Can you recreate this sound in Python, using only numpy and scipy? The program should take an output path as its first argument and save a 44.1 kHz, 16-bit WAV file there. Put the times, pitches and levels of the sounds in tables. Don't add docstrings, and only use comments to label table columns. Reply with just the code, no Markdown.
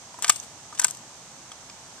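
import sys
import numpy as np
from scipy import signal
from scipy.fft import rfft, irfft, next_fast_len
from scipy.io import wavfile
from scipy.ndimage import map_coordinates

SR = 44100
rng = np.random.default_rng(int(sys.argv[2]) if len(sys.argv) > 2 else 0)


def store_pcm(level_fs):
    pcm = np.round(np.clip(level_fs, -1, 1) * 32767).astype(np.int16)
    wavfile.write(sys.argv[1], SR, np.atleast_2d(pcm).T)


N = 88200


def amp(db):
    return 10 ** (np.asarray(db) / 20)


def unit(x):
    return x / np.sqrt(np.mean(x ** 2) + 1e-20)


def along(points, hz):
    f, v = np.transpose(points)
    return np.interp(np.log(hz + 1), np.log(f + 1), v)


def filtered(x, response):
    n = x.shape[-1]
    padded = next_fast_len(n + SR // 8)
    spectrum = rfft(x, padded) * response(np.fft.rfftfreq(padded, 1 / SR))
    return irfft(spectrum, padded)[..., :n]


def noise(spectrum, shape):
    return unit(filtered(rng.standard_normal(shape), lambda hz: amp(along(spectrum, hz))))


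def wobble(rate, n):
    return map_coordinates(rng.standard_normal(n), [np.arange(n) * rate / SR], mode="wrap")


def causal(points, size=2048):
    cepstrum = irfft(np.log(amp(along(points, np.fft.rfftfreq(size, 1 / SR)))))
    cepstrum[1:size // 2] *= 2
    cepstrum[size // 2 + 1:] = 0
    return irfft(np.exp(rfft(cepstrum)))


def fade(t, t60):
    return np.exp(-np.log(1000) * t / np.maximum(t60, 1 / SR))


def panned(x, pan_db):
    return x * amp(np.array([[pan_db], [-pan_db]]) / 2)


def add(track, s, sound):
    part = track[:, round(s * SR):][:, :sound.shape[-1]]
    part += sound[..., :part.shape[1]]


# f/Hz, level per Hz/dB
MURMUR_SPECTRUM = [(20, -34), (40, -10), (70, -8.5), (130, 0), (200, -4), (300, -5.5), (450, -8.5),
                   (650, -3.5), (850, -2), (1100, -5), (1500, -10), (2200, -15), (5000, -34), (15000, -60)]
# f/Hz, left-right correlation
MURMUR_LIKENESS = [(30, 0.97), (150, 0.98), (900, 0.88), (2000, 0.29)]
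MURMUR_DB, SWAY_DB = -51, 0.07


def murmur():
    def mid_side_gains(hz):
        angle = np.arccos(np.clip(along(MURMUR_LIKENESS, hz), -1, 1)) / 2
        return np.array([np.cos(angle), np.sin(angle)])

    mid, side = filtered(noise(MURMUR_SPECTRUM, (2, N)), mid_side_gains)
    level = amp(MURMUR_DB + SWAY_DB * wobble(4.55, N))
    return level * np.array([mid + side, mid - side])


# f/Hz, level per Hz/dB
HISS_SPECTRUM = [(200, -19), (1200, -9.5), (2500, -4), (4000, -2), (5500, 0.5), (6500, -4), (7500, 0),
                 (8400, -6), (9500, -11.5), (11500, -12.5), (14000, -34), (14400, -65)]
HISS_DB, HISS_PAN_DB = -52.5, -3.5
INSECT_HZ, INSECT_WIDTH_HZ, INSECT_DB = 6770, 330, -61.5


def hiss():
    white = rng.standard_normal((2, N))
    insects = unit(filtered(white, lambda hz: 1 / (1 + ((hz - INSECT_HZ) / INSECT_WIDTH_HZ) ** 2)))
    return panned(amp(HISS_DB) * noise(HISS_SPECTRUM, (2, N)) + amp(INSECT_DB) * insects, HISS_PAN_DB)


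CRACK_RISE_S, SNAP_RISE_S = 0.00097, 0.000095
GRAIN_DB, GRAIN_HZ = 3, 1790


def burst(t, spectrum, hold_s, t60, rise_s):
    shape = (1 - np.exp(-t / rise_s)) * fade(np.maximum(t - hold_s, 0), t60)
    flutter = amp(GRAIN_DB * wobble(GRAIN_HZ, len(t)))
    grains = noise(spectrum, len(t)) * flutter * shape
    return grains * np.linalg.norm(shape) / np.linalg.norm(grains)


# f/Hz, level per Hz/dB
CRACK_SPECTRUM = [(100, -41), (350, -15), (600, -5), (1200, 3), (2000, -1.5), (3200, 2), (4500, 0),
                  (5500, 2), (7500, -3), (14000, -18)]
CRACK_T60_S = 0.029


def cracking(t, hold_s, t60):
    return burst(t, CRACK_SPECTRUM, hold_s, t60, CRACK_RISE_S)


# f/Hz, level per Hz/dB
SNAP_SPECTRUM = [(1000, -55), (3500, -17), (5200, -2.5), (6300, 0.5), (7700, 5.5), (8700, -1.5),
                 (10000, -2), (12000, -4.5), (14000, -2), (14500, -32), (16000, -36)]
BOUNCE_S, BOUNCE_DB = .0017, -8


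def snapping(t, hold_s, t60, pan_db):
    bright = burst(t, SNAP_SPECTRUM, hold_s, t60, SNAP_RISE_S)
    bounce = np.pad(bright, (round(BOUNCE_S * SR), 0))[:len(t)]
    return panned(bright + amp(BOUNCE_DB) * bounce, pan_db)


# f/Hz, t60/s
FRAME_MODES = [(985, 0.027), (1215, 0.023), (1550, 0.025)]
# f/Hz, relative level/dB, t60/s
FRAME_SIDE_MODES = [(708, -13.5, 0.046), (1687, 4, 0.012), (2150, -9, 0.025), (2264, -11, 0.052),
                    (2780, -32, 0.031), (3100, -5, 0.014), (5680, -22, 0.036)]
RING_RISE_S, MODE_SCATTER_DB = 0.0008, 3.5
TONE_OCTAVES = 0.58


def ring(t, main_dbs, side_mode_db, tone_hz=None):
    modes = [(hz, db, t60) for (hz, t60), db in zip(FRAME_MODES, main_dbs)]
    modes += [(hz, db + side_mode_db, t60) for hz, db, t60 in FRAME_SIDE_MODES]
    tones = np.zeros(len(t))
    for hz, db, t60 in modes:
        level = amp(db + MODE_SCATTER_DB * rng.standard_normal())
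        if tone_hz is not None:
            level *= np.exp(-.5 * (np.log2(hz / tone_hz) / TONE_OCTAVES) ** 2)
        tones += level * fade(t, t60) * np.sin(2 * np.pi * hz * t)
    return tones * (1 - np.exp(-t / RING_RISE_S))


# t/s, wood ring level before halving/dB, centre of the modes reached f/Hz, crack level/dB,
# snap level/dB, t60 of crack and snap/s, snap tilt to the left/dB
TICK_EVENTS = [(.142, -25.5, 800, -43, -66, 0.028, 2), (.188, -22, 780, -54, -48.5, 0.047, 6),
               (0.2227, -27, 1500, -29.5, -26.5, 0.034, 4.5), (0.2314, -32, 1600, -31.5, -46, 0.053, 5),
               (.237, -35, 1600, -41, -39, 0.062, 4), (.262, -25, 1460, -42, -44, 0.02, 11),
               (0.268, -38, 1400, -34, -36, 0.046, 0), (0.2797, -32, 2200, -23, -23, 0.022, -1),
               (0.2878, -21.5, 1220, -36, -39, 0.064, 3), (0.3203, -36, 1150, -42, -36, 0.06, 6),
               (0.3589, -53, 2800, -35.5, -31, 0.036, 1.5), (0.3994, -62, 1200, -53, -30.5, 0.014, -11.5),
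               (.428, -58, 1200, -46.5, -47, 0.08, 2.5), (.7265, -24.5, 845, -44, -64, .024, 3),
               (.749, -44, 1020, -42, -45, 0.051, -3), (.775, -52, 2600, -39, -49, 0.057, -5),
               (.7875, -37, 1190, -38, -32, 0.011, 4), (.793, -28, 1490, -24, -34, 0.017, 0),
               (0.8161, -29, 1400, -30.5, -28, 0.038, 0), (0.8207, -34, 1400, -34, -28, 0.014, 1),
               (0.828, -20.5, 1370, -38, -44, 0.023, 3), (0.836, -40, 1200, -30, -32, 0.026, 3),
               (0.8412, -43, 1200, -31, -29, 0.025, -2), (.869, -54, 1200, -41, -30, 0.012, 6),
               (0.8806, -34, 1140, -34, -34, 0.039, 5.5), (.899, -43, 1300, -45, -39, 0.018, 6),
               (.909, -52, 1260, -33, -24, 0.0099, 3), (.948, -53, 1200, -42, -38, 0.019, -5),
               (0.971, -65, 1200, -45, -37.5, 0.012, -1), (1.981, -36, 1600, -58, -62, .02, 10)]
TICK_SIDE_MODE_DB = -6


def ticks():
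    out, t = np.zeros((2, N)), np.arange(SR // 10) / SR
    for s, wood, tone_hz, crack, snap, t60, pan_db in TICK_EVENTS:
        body = amp(wood) * ring(t, (0, 0, 0), TICK_SIDE_MODE_DB, tone_hz) / 2
        body = body + amp(crack) * cracking(t, 0, t60)
        add(out, s, body + amp(snap) * snapping(t, 0, t60, pan_db))
    return out


# f/Hz, t60/s (none where it is not positive)
YARD_DECAY = [(300, -0.1), (1500, 0.16), (4000, 0.45), (8000, 0.5)]
# f/Hz, level/dB
YARD_TINT = [(100, -18), (1200, 3), (3500, 7), (8000, -6.5), (14000, 2)]
YARD_DB, NEAR_DB, NEAR_T60_S = -20, -20, 0.07


def yard(x):
    hz, t, cells = signal.stft(rng.standard_normal((2, SR // 2)), SR, nperseg=256)
    decay = fade(t, along(YARD_DECAY, hz)[:, None])
    tail = signal.istft(cells * decay, SR, nperseg=256)[1]
    near = rng.standard_normal(tail.shape) * fade(np.arange(tail.shape[1]) / SR, NEAR_T60_S)
    answer = amp(YARD_DB) * tail / np.linalg.norm(tail[0])
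    answer = answer + amp(NEAR_DB) * near / np.linalg.norm(near[0])
    echoed = signal.fftconvolve(x, answer, axes=1)[:, :N]
    return filtered(echoed, lambda f: amp(along(YARD_TINT, f)))


# f/Hz, relative level/dB
PULSE_COLOUR = [(25, -5), (80, -6), (220, 4.5), (450, -11.5), (1000, 6), (4000, -60)]
# t/s, contact length/s, low, middle and upper mode level/dB, side mode level/dB,
# crack level/dB, snap level/dB, pressure pulse level/dB, snap tilt to the left/dB
KNOCK_EVENTS = [(0.2441, 0.0013, -29, -19, -19, -16, -20.5, -26.5, -57, 1),
                (.2947, 0.0034, -34, -4, -15.5, -13.5, -14.5, -9.5, -28, 2.5),
                (0.7957, 0.00056, -32, -35, -17, -29.5, -24, -15, -57, 3),
                (0.8446, 0.00178, -20, -19, -14, -25, -21, -11.5, -28, 1)]
SNAP_T60_S = 0.015
RING_LAG_SHARE = 0.463
PULSE_ENERGY_T60_S, PULSE_RIGHT_SHARE = 0.016, -.2


def knocks():
    out, t = np.zeros((2, N)), np.arange(SR // 10) / SR
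    pulse = causal(PULSE_COLOUR, size=len(t))
    pulse = pulse / np.linalg.norm(pulse) * np.linalg.norm(fade(t, PULSE_ENERGY_T60_S))
    stereo_pulse = np.outer((1, PULSE_RIGHT_SHARE), pulse)
    for s, hold, low, middle, upper, side, crack, snap, pulse_db, pan_db in KNOCK_EVENTS:
        contact = amp(crack) * cracking(t, hold, CRACK_T60_S)
        add(out, s, contact + amp(snap) * snapping(t, hold, SNAP_T60_S, pan_db))
        body = ring(t, (low, middle, upper), side) + amp(pulse_db) * stereo_pulse
        add(out, s + RING_LAG_SHARE * hold, body)
    return out


# t/s, level/dB
TAP_EVENTS = [(1.5175, -37), (1.698, -40)]
# f/Hz, relative level/dB, t60/s
TAP_RINGS = [
    [(1260, -1, 0.023), (3280, -1, 0.026), (8000, -2.5, .015)],
    [(1160, -6, 0.061), (1630, -8, .025), (2420, -1, 0.014), (5040, 4.5, 0.018)],
]
TAP_CRACK_DB = -2


def taps():
    out, t = np.zeros((2, N)), np.arange(SR // 10) / SR
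    for (s, level), modes in zip(TAP_EVENTS, TAP_RINGS):
        tones = sum(amp(db) * fade(t, t60) * np.sin(2 * np.pi * hz * t) for hz, db, t60 in modes)
        add(out, s, amp(level) * (tones + amp(TAP_CRACK_DB) * cracking(t, 0, CRACK_T60_S)))
    return out


RIGHT_LAG_S = .00003


def scene():
    wood = knocks() + ticks() + taps()
    lags = np.array([[0], [RIGHT_LAG_S]])
    direct = filtered(wood, lambda hz: np.exp(-2j * np.pi * hz * lags))
    return direct + yard(wood) + murmur() + hiss()


# f/Hz, level/dB
LEFT_PORT_COLOUR = [(1000, -0.5), (3000, 3), (5000, 1), (6300, 2), (7200, 4.5), (8200, 12), (9200, 8.5),
                    (10500, -0.5), (14000, -5.5)]
RIGHT_PORT_COLOUR = [(1000, 0), (3000, 2), (4800, 2), (5600, 4), (6250, 12.5), (7000, 0.5), (8000, -2),
                     (9300, -5.5), (10800, -14.5), (14000, -26)]
# f/Hz, level per Hz/dB
SELF_NOISE_SPECTRUM = [(100, -8.5), (10000, 0), (13900, -4), (14400, -55)]
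SELF_NOISE_DB = -64.5
CLIP_LEVEL = 0.72
TOP_HZ, TOP_ORDER = 15900, 60


def record(dry):
    ports = np.array([causal(LEFT_PORT_COLOUR), causal(RIGHT_PORT_COLOUR)])
    heard = signal.fftconvolve(dry, ports, axes=1)[:, :N]
    heard = heard + amp(SELF_NOISE_DB) * noise(SELF_NOISE_SPECTRUM, (2, N))
    overloaded = np.clip(heard, -CLIP_LEVEL, CLIP_LEVEL)
    return filtered(overloaded, lambda hz: 1 / np.sqrt(1 + (hz / TOP_HZ) ** (2 * TOP_ORDER)))


dry = scene()
out = record(dry)
store_pcm(out)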